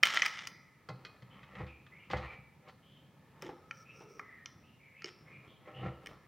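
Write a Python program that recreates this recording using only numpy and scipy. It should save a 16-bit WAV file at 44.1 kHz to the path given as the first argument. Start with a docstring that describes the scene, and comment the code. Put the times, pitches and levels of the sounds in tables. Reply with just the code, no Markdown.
"""A plastic spring clip is snapped, pushed through a heap of seeds on a table and opened over a paper cup.
Impacts excite the damped modes of jaws, hulls, table top and cup: clicks, ticks, thumps and hollow taps.
Stick-slip friction makes the seeds scrape, the hinge hiss and a sleeve rustle. A bare room reverberates
around these close, almost mono sounds, and a bird sings faintly outside."""
import sys
import numpy as np
from scipy import signal
from scipy.fft import rfft, irfft
from scipy.io import wavfile
from scipy.ndimage import uniform_filter1d

SR = 44100
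rng = np.random.default_rng(int(sys.argv[2]) if len(sys.argv) > 2 else 0)


def pcm_store(signal):
    """Save signal as 16-bit PCM."""
    levels = np.round(np.clip(np.atleast_2d(signal), -1, 1) * 32767)
    wavfile.write(sys.argv[1], SR, levels.astype(np.int16).T)


N = 276507
TIME = np.arange(N) / SR


def undb(db):
    """Decibels to amplitude ratio."""
    return 10 ** (np.asarray(db) / 20)


def unit(x):
    """Normalisation to rms 1."""
    return x / np.sqrt(np.mean(x ** 2))


def decay(t, t60):
    """Exponential damping: 60 dB in t60 seconds."""
    return np.exp(-np.log(1000) * t / t60)


def along(hz, points):
    """Interpolation of (Hz, value) points on a log-frequency axis."""
    f, value = np.transpose(points)
    return np.interp(np.log(hz + 1), np.log(f), value)


def colour(x, points):
    """Minimum-phase filtering through (Hz, dB) points, by folding the cepstrum."""
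    size = 4096
    cepstrum = irfft(np.log(undb(along(np.fft.rfftfreq(size, 1 / SR), points))))
    cepstrum[1:size // 2] *= 2
    cepstrum[size // 2 + 1:] = 0
    return signal.fftconvolve(x, irfft(np.exp(rfft(cepstrum))))[:len(x)]


def add(track, start, x):
    """Superposition of x on the track from start seconds."""
    i = max(int(start * SR), 0)
    track[i:i + len(x)] += x[:N - i]


def walk(rate):
    """Smooth random modulation with a spread near 1."""
    step = int(SR / rate)
    stairs = np.repeat(rng.standard_normal(N // step + 1), step)
    return 1.5 * uniform_filter1d(uniform_filter1d(stairs, step), step)[:N]


def swell(start, hold, attack, release):
    """Exponential envelope, full at start; attack and release are the seconds taken by 20 dB."""
    early, late = np.maximum(start - TIME, 0), np.maximum(TIME - start - hold, 0)
    return undb(-20 * np.minimum(early / attack + late / release, 10))


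def grains(rate, spread_db):
    """Poisson process of tiny slips, a few much larger than the rest."""
    size = undb(spread_db * np.minimum(rng.exponential(size=N), 4))
    return (rng.random(N) < rate / SR) * size * rng.standard_normal(N)


def strike(modes, crack_db, crack_s, span_s, scatter_db=2, detune=.012):
    """Impact: modes that vary with the contact spot, plus a noise crack; rms 1 over the first span_s."""
    t = TIME[:SR // 3]
    hz, db, t60 = np.transpose(modes)[:, :, None]
    chance = rng.standard_normal((len(modes), 2, 1))
    sign = (-1) ** np.arange(len(modes))[:, None]
    gain = sign * undb(db + scatter_db * chance[:, 0])
    detuned_hz = hz * (1 + detune * chance[:, 1])
    ring = np.sum(gain * np.sin(2 * np.pi * detuned_hz * t) * decay(t, t60), axis=0)
    low, high = hz[0, 0], hz[-1, 0]
    spectrum = [(low / 4, -36), (low / 2, -17), *(m[:2] for m in modes), (high * 2, -26), (high * 5, -52)]
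    crack = colour(rng.standard_normal(len(t)) * np.exp(-t / crack_s), spectrum)
    blow = ring + undb(crack_db) * crack
    return blow / np.sqrt(np.mean(blow[:int(span_s * SR)] ** 2))


def damped_ring(slips, modes, tone, t60_share=0.98):
    """Forced vibration: slips drive a body's modes, which the pressing hand damps slightly."""
    t = TIME[:SR // 2]
    ring = sum(undb(db) * decay(t, t60 * t60_share) * np.sin(2 * np.pi * hz * t) for hz, db, t60 in modes)
    return unit(colour(signal.fftconvolve(slips, ring)[:N], tone))


def hoarse_tone(length, first_hz, middle_hz, last_hz, db, hoarse):
    """Line broadening: random amplitude and phase flutter widen a tone on a parabolic glide."""
    progress = np.linspace(0, 1, int(length * SR))
    hz = np.polyval(np.polyfit([0, .5, 1], [first_hz, middle_hz, last_hz], 2), progress)
    lowpass = signal.butter(2, hoarse * middle_hz, fs=SR, output="sos")
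    flutter = unit(signal.sosfilt(lowpass, rng.standard_normal((2, SR))))[:, -len(hz):]
    phase = 2 * np.pi * np.cumsum(hz) / SR
    tone = flutter[0] * np.sin(phase) + flutter[1] * np.cos(phase)
    return undb(db) * tone * signal.windows.tukey(len(hz), .3)


# The room at rest. Each row: frequency in Hz, relative spectral density in dB.
AIR_SPECTRUM = [(30, -19), (117, 3), (182, 0), (420, -11), (1110, -20), (1550, -22.5), (2360, -21),
                (7860, -37), (15500, -35.5)]
# Narrow peaks that colour the background murmur, probably from the microphone.
# Each row: centre in Hz, width in Hz, level in dB.
MURMUR_COLOUR = [(530, 45, -79), (895, 90, -78.5), (1070, 82, -83.5), (1270, 31, -75.5), (1740, 55, -80.5),
                 (2130, 110, -83), (2427, 60, -87.5)]

def air(level_db=-65, wander_db=3):
    """Ambient noise: a murmur wavers under steady hiss, and each narrow peak comes and goes on its own."""
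    hz = np.fft.rfftfreq(N, 1 / SR)
    noise = unit(irfft(rfft(rng.standard_normal(N)) * undb(along(hz, AIR_SPECTRUM)), N))
    murmur = irfft(rfft(noise) / (1 + (hz / 2500) ** 4), N)
    out = undb(level_db) * (noise + murmur * (undb(1.5 * walk(9)) - 1))
    for centre_hz, width_hz, db in MURMUR_COLOUR:
        band = signal.lfilter(*signal.iirpeak(centre_hz, centre_hz / width_hz, SR), rng.standard_normal(N))
        out += undb(db) * unit(band * undb(wander_db * walk(6.8)))
    return out


# The room's echo. Each row: band centre in Hz, gain in dB, T60 in seconds.
ECHO_BANDS = [(101.8, -19.5, 0.68), (405, -6.5, 0.5), (1320, -7, 0.51), (2000, -16, 1.2), (2920, -17, 0.16),
              (4100, -6, 0.56), (5640, -13.5, 0.68), (7000, -11, 0.1), (11000, -10, 0.36)]
# Narrow peaks and dips that colour the echo, probably from the microphone.
# Each row: centre in Hz, width in Hz, gain in dB.
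ECHO_COLOUR = [(864, 87, 7), (1340, 98, 4.5), (1590, 96, -5.5), (2120, 220, 4.5), (3080, 260, 4),
               (4800, 270, -4), (5598, 1200, 3.5), (7950, 500, -7.5)]

def room(x, first_wall_s=0.0062):
    """Reverberation: reflections off bare walls merge into a tail with its own decay in each band."""
    t, hz = TIME[:2 * SR], np.fft.rfftfreq(2 * SR, 1 / SR)
    peaks_db = sum(db / (1 + (2 * (hz - centre) / width) ** 2) for centre, width, db in ECHO_COLOUR)
    spectrum = rfft(rng.standard_normal(2 * SR)) * undb(peaks_db)
    tail = np.zeros(len(t))
    for centre, db, t60 in ECHO_BANDS:
        weight = along(hz, [(row[0], row[0] == centre) for row in ECHO_BANDS])
        fade = decay(t, t60) * np.minimum(t / first_wall_s, 1) ** 2
        tail += undb(db) * irfft(spectrum * weight) * fade / np.linalg.norm(fade)
    return signal.fftconvolve(x, tail)[:N]


# Whistles. Each row: start and length in seconds, middle pitch and glide in Hz, relative level in dB.
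WHISTLES = [(1.294, 0.055, 3110, 408.5, -66), (1.666, 0.039, 2534, -100, -55),
            (1.91, 0.078, 2225, 251.5, -58), (1.978, 0.07, 2810, -100, -64.5), (2.255, 0.07, 2330, 43, -53),
            (2.809, 0.19, 3200, -82.5, -68.5), (3.845, 0.083, 2570, 300, -60),
            (4.2, 0.21, 2000, -180, -58.5), (4.623, .1, 2786, 238, -68), (4.786, 0.13, 2240, -200, -64),
            (4.933, 0.092, 2430, 593.5, -57.5), (5.25, 0.13, 2320, 553, -58.5),
            (5.469, 0.059, 3250, 75, -63), (5.732, 0.073, 2933, 308.5, -56)]

def bird(arch=0.044, t60=0.64, echo_db=1, direct_db=-7):
    """Direct and diffuse sound: far, arched whistles come through a window, followed by their echo."""
    song = np.zeros(N)
    for start, length, hz, glide_hz, db in WHISTLES:
        ends_hz = hz * (1 - arch)
        arc = length, ends_hz - glide_hz / 2, hz, ends_hz + glide_hz / 2
        core = hoarse_tone(*arc, db - 2, hoarse=.032)
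        fringe = hoarse_tone(*arc, db - 4.5, hoarse=.11)
        add(song, start, core + fringe)
    tail = rng.standard_normal(SR) * decay(TIME[:SR], t60)
    echo = signal.fftconvolve(song, tail / np.linalg.norm(tail))[:N]
    return undb(direct_db) * song + undb(echo_db) * echo


def forearms(level_db=-69, lump_db=4):
    """Amplitude-modulated noise: forearms shifting on the table make a low, lumpy murmur."""
    spectrum = [(70, -23), (105, -18), (140, 3.5), (195, -6.5), (260, -22.5), (1000, -60.5)]
    murmur = colour(rng.standard_normal(N), spectrum)
    return undb(level_db) * unit(murmur * undb(lump_db * walk(33)))


# Rubbed cloth. Each row: frequency in Hz, gain in dB.
CLOTH_SPECTRUM = [(100, 2), (300, 1.5), (470, 2), (860, -7), (1280, -0.5), (1520, -11.5), (1900, -7.5),
                  (9000, -38)]
# Reaches of the arm. Each row: time of fastest motion and length in seconds, level in dB.
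ARM_REACHES = [(1.08, 0.37, -60.5), (1.91, 0.32, -67), (3.417, 0.44, -65), (4.149, 0.66, -68.5),
               (5.409, 0.48, -64), (6.09, 0.27, -60.5)]

def sleeve():
    """Friction noise: cloth brushes unevenly, swelling and fading with each reach."""
    brush = colour(grains(rate=2500, spread_db=2.5), CLOTH_SPECTRUM) * undb(2.5 * walk(22))
    motion = sum(undb(db) * np.exp(-(2 * (TIME - peak) / length) ** 2) for peak, length, db in ARM_REACHES)
    return unit(brush) * motion


# A rub over the cup. In order: start and length in seconds, first, middle and last pitch in Hz, gain in dB.
FALLING_RUB = (3.94, .33, 490, 430, 400, -62)

def hollow_rub():
    out = np.zeros(N)
    start, *glide = FALLING_RUB
    add(out, start, hoarse_tone(*glide, hoarse=.11))
    return out


# The cup's modes. Each row: frequency in Hz, relative level in dB, T60 in seconds.
HOLLOW_MODES = [(171, -5.5, 0.038), (340, -6.5, 0.025), (348, 4.5, 0.055), (508, -2, 0.043),
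                (850, -7.5, 0.08), (1190, -13, 0.022), (1700, -16.5, 0.017)]
# Hollow taps. Each row: start in seconds, relative level in dB, gain of the upper modes in dB.
HOLLOW_TAPS = [(3.4269, -52.5, 1.5), (3.4600, -56.5, -3), (3.4915, -49, 5), (4.0087, -60.5, 5.5),
               (5.044, -51, -8)]

def hollow_taps():
    """Heavily damped resonance: short, hollow notes, on the cup and, for the last, at the table."""
    out = np.zeros(N)
    for start, db, bright_db in HOLLOW_TAPS:
        tap = strike(HOLLOW_MODES, crack_db=14, crack_s=.02, span_s=.03)
        add(out, start, undb(db + 2) * colour(tap, [(420, 0), (800, bright_db)]))
    return out


# Rubbing on the cup. Each row: start in seconds, hold in seconds, level in dB.
PAPER_RUBS = [(3.443, 0.071, -50.5)]

def cup_rubs():
    """Frictional excitation: light slips keep the hollow note going between the taps."""
    rub = damped_ring(grains(rate=1500, spread_db=2), HOLLOW_MODES, [(70, -20), (150, 0), (900, -1)])
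    return rub * sum(undb(db) * swell(start, hold, 0.026, 0.073) for start, hold, db in PAPER_RUBS)


# The table top's modes. Each row: frequency in Hz, relative level in dB, T60 in seconds.
TABLETOP_MODES = [(70.7, -9, 0.44), (128.8, 5.5, 0.27), (188.9, 0.5, 0.24), (339.4, -1.5, 0.21),
                  (401, -1, 0.037), (507.8, 1.5, 0.097), (610, -5, 0.18), (787, 10, 0.06),
                  (1070, 16.5, 0.028), (1294, 12.5, 0.015), (1696, 2, 0.14), (2070, 4.5, 0.13)]
TABLE_KNOCKS = [(0.8879, -52.5, -5, -9), (0.901, -52.5, 2, -27), (1.221, -67.5, 16, -6),
                (1.604, -51, 5.5, 1), (1.6296, -58.5, 16, 15.5), (2.103, -51.5, -4, -20),
                (2.1337, -41.5, -8.5, 5), (2.3816, -75, 30, 5.5), (5.372, -76.5, 34.5, -20),
                (5.832, -57, 7, -14), (5.866, -56, 15.5, 9.5)]

def table_knocks():
    """Contact stiffness sets the spectrum: soft blows thump the table, hard ones rap its upper modes."""
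    out = np.zeros(N)
    for start, db, soft_db, deep_db in TABLE_KNOCKS:
        thump_db, rap_db = soft_db / 2, -13 - soft_db / 2
        tone = [(72, thump_db + deep_db), (120, thump_db + 5), (190, thump_db), (300, 0.028), (600, 0),
                (900, rap_db), (2200, rap_db), (4000, rap_db + 3)]
        ring = strike(TABLETOP_MODES, crack_db=19, crack_s=.006, span_s=.03)
        add(out, start, undb(db + 13) * colour(ring, tone))
    return out


# Scraping seeds. Each row: frequency in Hz, gain in dB.
SCRAPE_SPECTRUM = [(220, -4), (350, -16.5), (520, 1), (680, -3.5), (820, -2), (1280, 3.5), (1520, -11.5),
                   (1900, 5), (2500, -4), (4000, -19.5), (6500, -32), (15000, -55)]
# Pushes. Each row: peak time, rise and fall in seconds, relative scrape, rumble and grind levels in dB.
SEED_PUSHES = [(1.36, 0.13, 0.17, -57, -57.5, -88), (1.61, 0.12, 0.056, -44, -47, -49.5),
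               (2.143, 0.038, 0.085, -41.5, -32.5, -45), (2.25, 0.086, 0.088, -45, -48, -68),
               (2.335, 0.04, 0.025, -49, -53.5, -56.5), (2.697, 0.059, 0.011, -49, -74, -49.5),
               (5.682, 0.072, 0.097, -54.5, -68, -53), (5.863, 0.13, 0.087, -46.5, -40.5, -39.5)]

def seed_shoves():
    """Stick-slip friction: seeds scrape and shake the table's low modes; coarser slips grind the rest."""
    slips, jerks = grains(rate=3500, spread_db=2), grains(rate=700, spread_db=2)
    rumble_tone = [(35, 1), (70, 7), (125, 2), (190, 6.5), (400, -15.5)]
    grind_tone = [(120, -19.5), (300, 6.5), (520, 16.5), (750, 6), (1000, -11.5), (1300, 8.5), (2500, -23)]
    scrape = undb(-3) * unit(colour(slips, [(90, -19)] + SCRAPE_SPECTRUM))
    rumble = undb(-0.5) * damped_ring(slips, TABLETOP_MODES[:3], rumble_tone)
    grind = undb(-3) * damped_ring(jerks, TABLETOP_MODES[3:], grind_tone)
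    out = np.zeros(N)
    for peak, rise, fall, scrape_db, rumble_db, grind_db in SEED_PUSHES:
        push = swell(peak, 0, rise, fall)
        out += push * (undb(scrape_db) * scrape + undb(rumble_db) * rumble + undb(grind_db) * grind)
    return out


# A seed on the table. Each row: frequency in Hz, relative level in dB, T60 in seconds.
HULL_MODES = [(1220, 10.5, 0.18), (1987, 16.5, 0.028), (2520, 6.5, 0.33), (3200, 13, 0.042),
              (4500, -5, 0.0091), (5280, -5.5, 0.0013), (9500, -30, .006)]
# Nudged hulls. Each row: start in seconds, level in dB, slide time in seconds, ping over tick in dB.
HULL_TICKS = [(0.8878, -53, 0.01, 3.5), (1.0497, -43.5, 0.0065, -4.5), (1.067, -56, 0.0054, -2.5),
              (1.2218, -55.5, 0.0078, -9.5), (1.43, -54.5, 0.012, -18), (1.553, -51, 0.0057, -31),
              (1.665, -55.5, 0.028, -17), (1.865, -55, 0.0054, -31.5), (2.1005, -45, 0.0088, -10),
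              (2.1104, -45, 0.018, -4.5), (2.168, -43.5, 0.02, -6.5), (2.682, -64, 0.021, 0.5)]

def seed_ticks(ping_hz=4280, ping_t60=0.007):
    """Contact time shapes an impact: dry hulls tick on the jaws and each other, softer when they slide."""
    out = np.zeros(N)
    for start, db, slide_s, ping_db in HULL_TICKS:
        tick = strike(HULL_MODES, crack_db=17, crack_s=slide_s, span_s=.0024)
        ping = strike([(ping_hz, 0, ping_t60)], crack_db=7, crack_s=slide_s, span_s=.0024, detune=.02)
        onset = np.minimum(TIME[:len(tick)] / (slide_s / 10), 1)
        add(out, start, undb(db) * onset * (tick + undb(ping_db) * ping))
    return out


# The rubbing hinge. Each row: frequency in Hz, gain in dB.
HINGE_SPECTRUM = [(900, -29), (1300, 23.5), (1650, -16), (2300, 16.5), (3200, -20), (4800, -1), (5700, 16),
                  (6800, -12), (9300, -7.5), (12000, -31), (15000, -8)]
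HINGE_SQUEEZES = [(3.769, 0.059, -62.5), (3.964, 0.069, -65), (4.103, 0.097, -65.5)]

def hinge(attack_s=0.078, release_s=0.021):
    """Source and filter: fine friction in the squeezed hinge hisses through the plastic."""
    rub = unit(colour(grains(rate=2500, spread_db=2.5), [(300, -14)] + HINGE_SPECTRUM))
    squeeze = sum(undb(db) * swell(start, hold, attack_s, release_s) for start, hold, db in HINGE_SQUEEZES)
    return rub * squeeze


# Rattles after a snap. Each row: start in seconds, length in seconds, initial level in dB.
CLIP_RATTLES = [(0.046, 0.22, -33.5), (0.255, 0.224, -46), (3.417, 0.065, -55.5), (5.057, 0.033, -52)]

def clip_chatter(attack_s=0.0054, release_s=0.018, fade_db_per_s=39):
    """Repeated impacts: the loose halves chatter, too lightly to ring the plastic's highest modes."""
    spectrum = [(50, -39), (170, -14.5), (350, -22), (800, -12.5), (1270, -6.5), (1550, -6), (2050, 0),
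                (2750, -8), (3050, -2.5), (3550, -9.5), (4400, -19.5), (5300, -14), (6600, -18.5),
                (8000, -26.5), (13000, -46)]
    rattle = unit(colour(grains(rate=1000, spread_db=2), spectrum))
    shake = np.zeros(N)
    for start, length, db in CLIP_RATTLES:
        fade_db = fade_db_per_s * np.maximum(TIME - start, 0)
        shake += undb(db - fade_db) * swell(start, length, attack_s, release_s)
    return rattle * shake


# The jaws' modes. Each row: frequency in Hz, relative level in dB, T60 in seconds.
PLASTIC_MODES = [(1301, -10, 0.022), (1930, 0, 0.014), (2136, -1.5, 0.042), (2450, -1, 0.013),
                 (3040, -3, .013), (4200, -19, 0.012), (5030, -14, 0.0065), (5834, -12.5, 0.0031),
                 (6860, -23, 0.0048), (8700, -25, 0.007), (10300, -29.5, .0037), (14700, -30, .006)]
# Limits in Hz of a click's five bands: body, main, bite, edge and top.
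BAND_LIMITS_HZ = [900, 1600, 2600, 4400, 7000, 16000]
# Clicks. Each row: start in seconds, relative main-band level in dB, body, bite, edge and top in dB over it.
JAW_CLICKS = [(0.0298, -29, -3.5, -6, -7, -18.5), (0.0333, -15, -10.5, -5.5, -13, -25),
              (0.054, -50.5, 4, 17.5, 0, 7.5), (0.07, -37, 1, 2, -10, -13),
              (0.1441, -39, -5, -11, -10, -12), (0.172, -23.5, -8, -8, -16.5, -34),
              (0.2202, -23.0, -22.5, -10.5, -9.5, -35), (0.231, -32.5, -4, -16, -22, -27),
              (0.261, -28.5, -8.5, -18, -8.5, -20), (0.2815, -48, -13, 0, -2, -18),
              (0.3728, -47, 0, -5, -15, -24), (0.39, -49.0, 0, 5, -1.5, -41),
              (0.472, -50, 1.5, 4.5, 7.5, -5), (3.4222, -53.5, -3, -11.5, 2.5, -6.5),
              (3.71, -40.5, -5.5, -12, -17.5, -40), (4.1948, -43, 1, -22, -20, -33),
              (4.4587, -49.5, -6, 1, 4, -26), (5.0206, -50.5, -5, -9, -8.5, -30.5),
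              (5.0434, -46.5, -5.5, 0.5, 5, -25), (5.0578, -59, -10, 1, 10.5, -15),
              (6.0603, -50.0, -11, -2.5, -10.5, -13), (6.07, -46, -15.5, -8.5, -10, -20)]

def clip_clicks(bounce_s=.0017, bounce_db=-6):
    """Modal ringing: sharp contacts ring the jaws, coloured by where they land; the table reflects them."""
    out, lag = np.zeros(N), int(bounce_s * SR)
    bands = list(zip(BAND_LIMITS_HZ, BAND_LIMITS_HZ[1:]))
    for start, db, body_db, bite_db, edge_db, top_db in JAW_CLICKS:
        ring = strike(PLASTIC_MODES, crack_db=11, crack_s=.0015, span_s=.008, detune=.025)
        ring = ring + undb(bounce_db) * np.pad(ring, (lag, 0))[:len(ring)]
        power, hz = np.abs(rfft(ring)) ** 2, np.fft.rfftfreq(len(ring), 1 / SR)
        tone = []  # gains that bring each band's share of the power to its level
        for (low, high), band_db in zip(bands, [body_db, 0, bite_db, edge_db, top_db]):
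            share_db = 10 * np.log10(power[(hz > low) & (hz < high)].sum() / power.sum())
            tone += [(low * 1.1, band_db - share_db), (high / 1.1, band_db - share_db)]
        main_db = tone[2][1]
        bass = [(150, main_db - 8), (650, main_db + 1)]
        add(out, start, undb(db - 1.35) * colour(ring, bass + tone))
    return out


def scene():
    """Mid-side stereo: all sources are central; only a trace of echo and hiss differs between the ears."""
    contacts = clip_clicks() + clip_chatter() + seed_ticks() + table_knocks() + hollow_taps()
    near = contacts + seed_shoves() + cup_rubs() + hinge() + hollow_rub() + sleeve()
    mid = near + room(near) + forearms() + bird() + air()
    side = undb(-29) * room(near) + undb(-12.5) * air() + undb(-80) * rng.standard_normal(N)
    return np.array([mid + side, mid - side])


def record(dry):
    """Band limiting: the deepest bass and the very top are filtered out."""
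    highpass = signal.butter(4, 50, "high", fs=SR, output="sos")
    lowpass = signal.ellip(8, .2, 70, 15800, fs=SR, output="sos")
    return signal.sosfilt(lowpass, signal.sosfilt(highpass, dry))


dry = scene()
out = record(dry)
pcm_store(out)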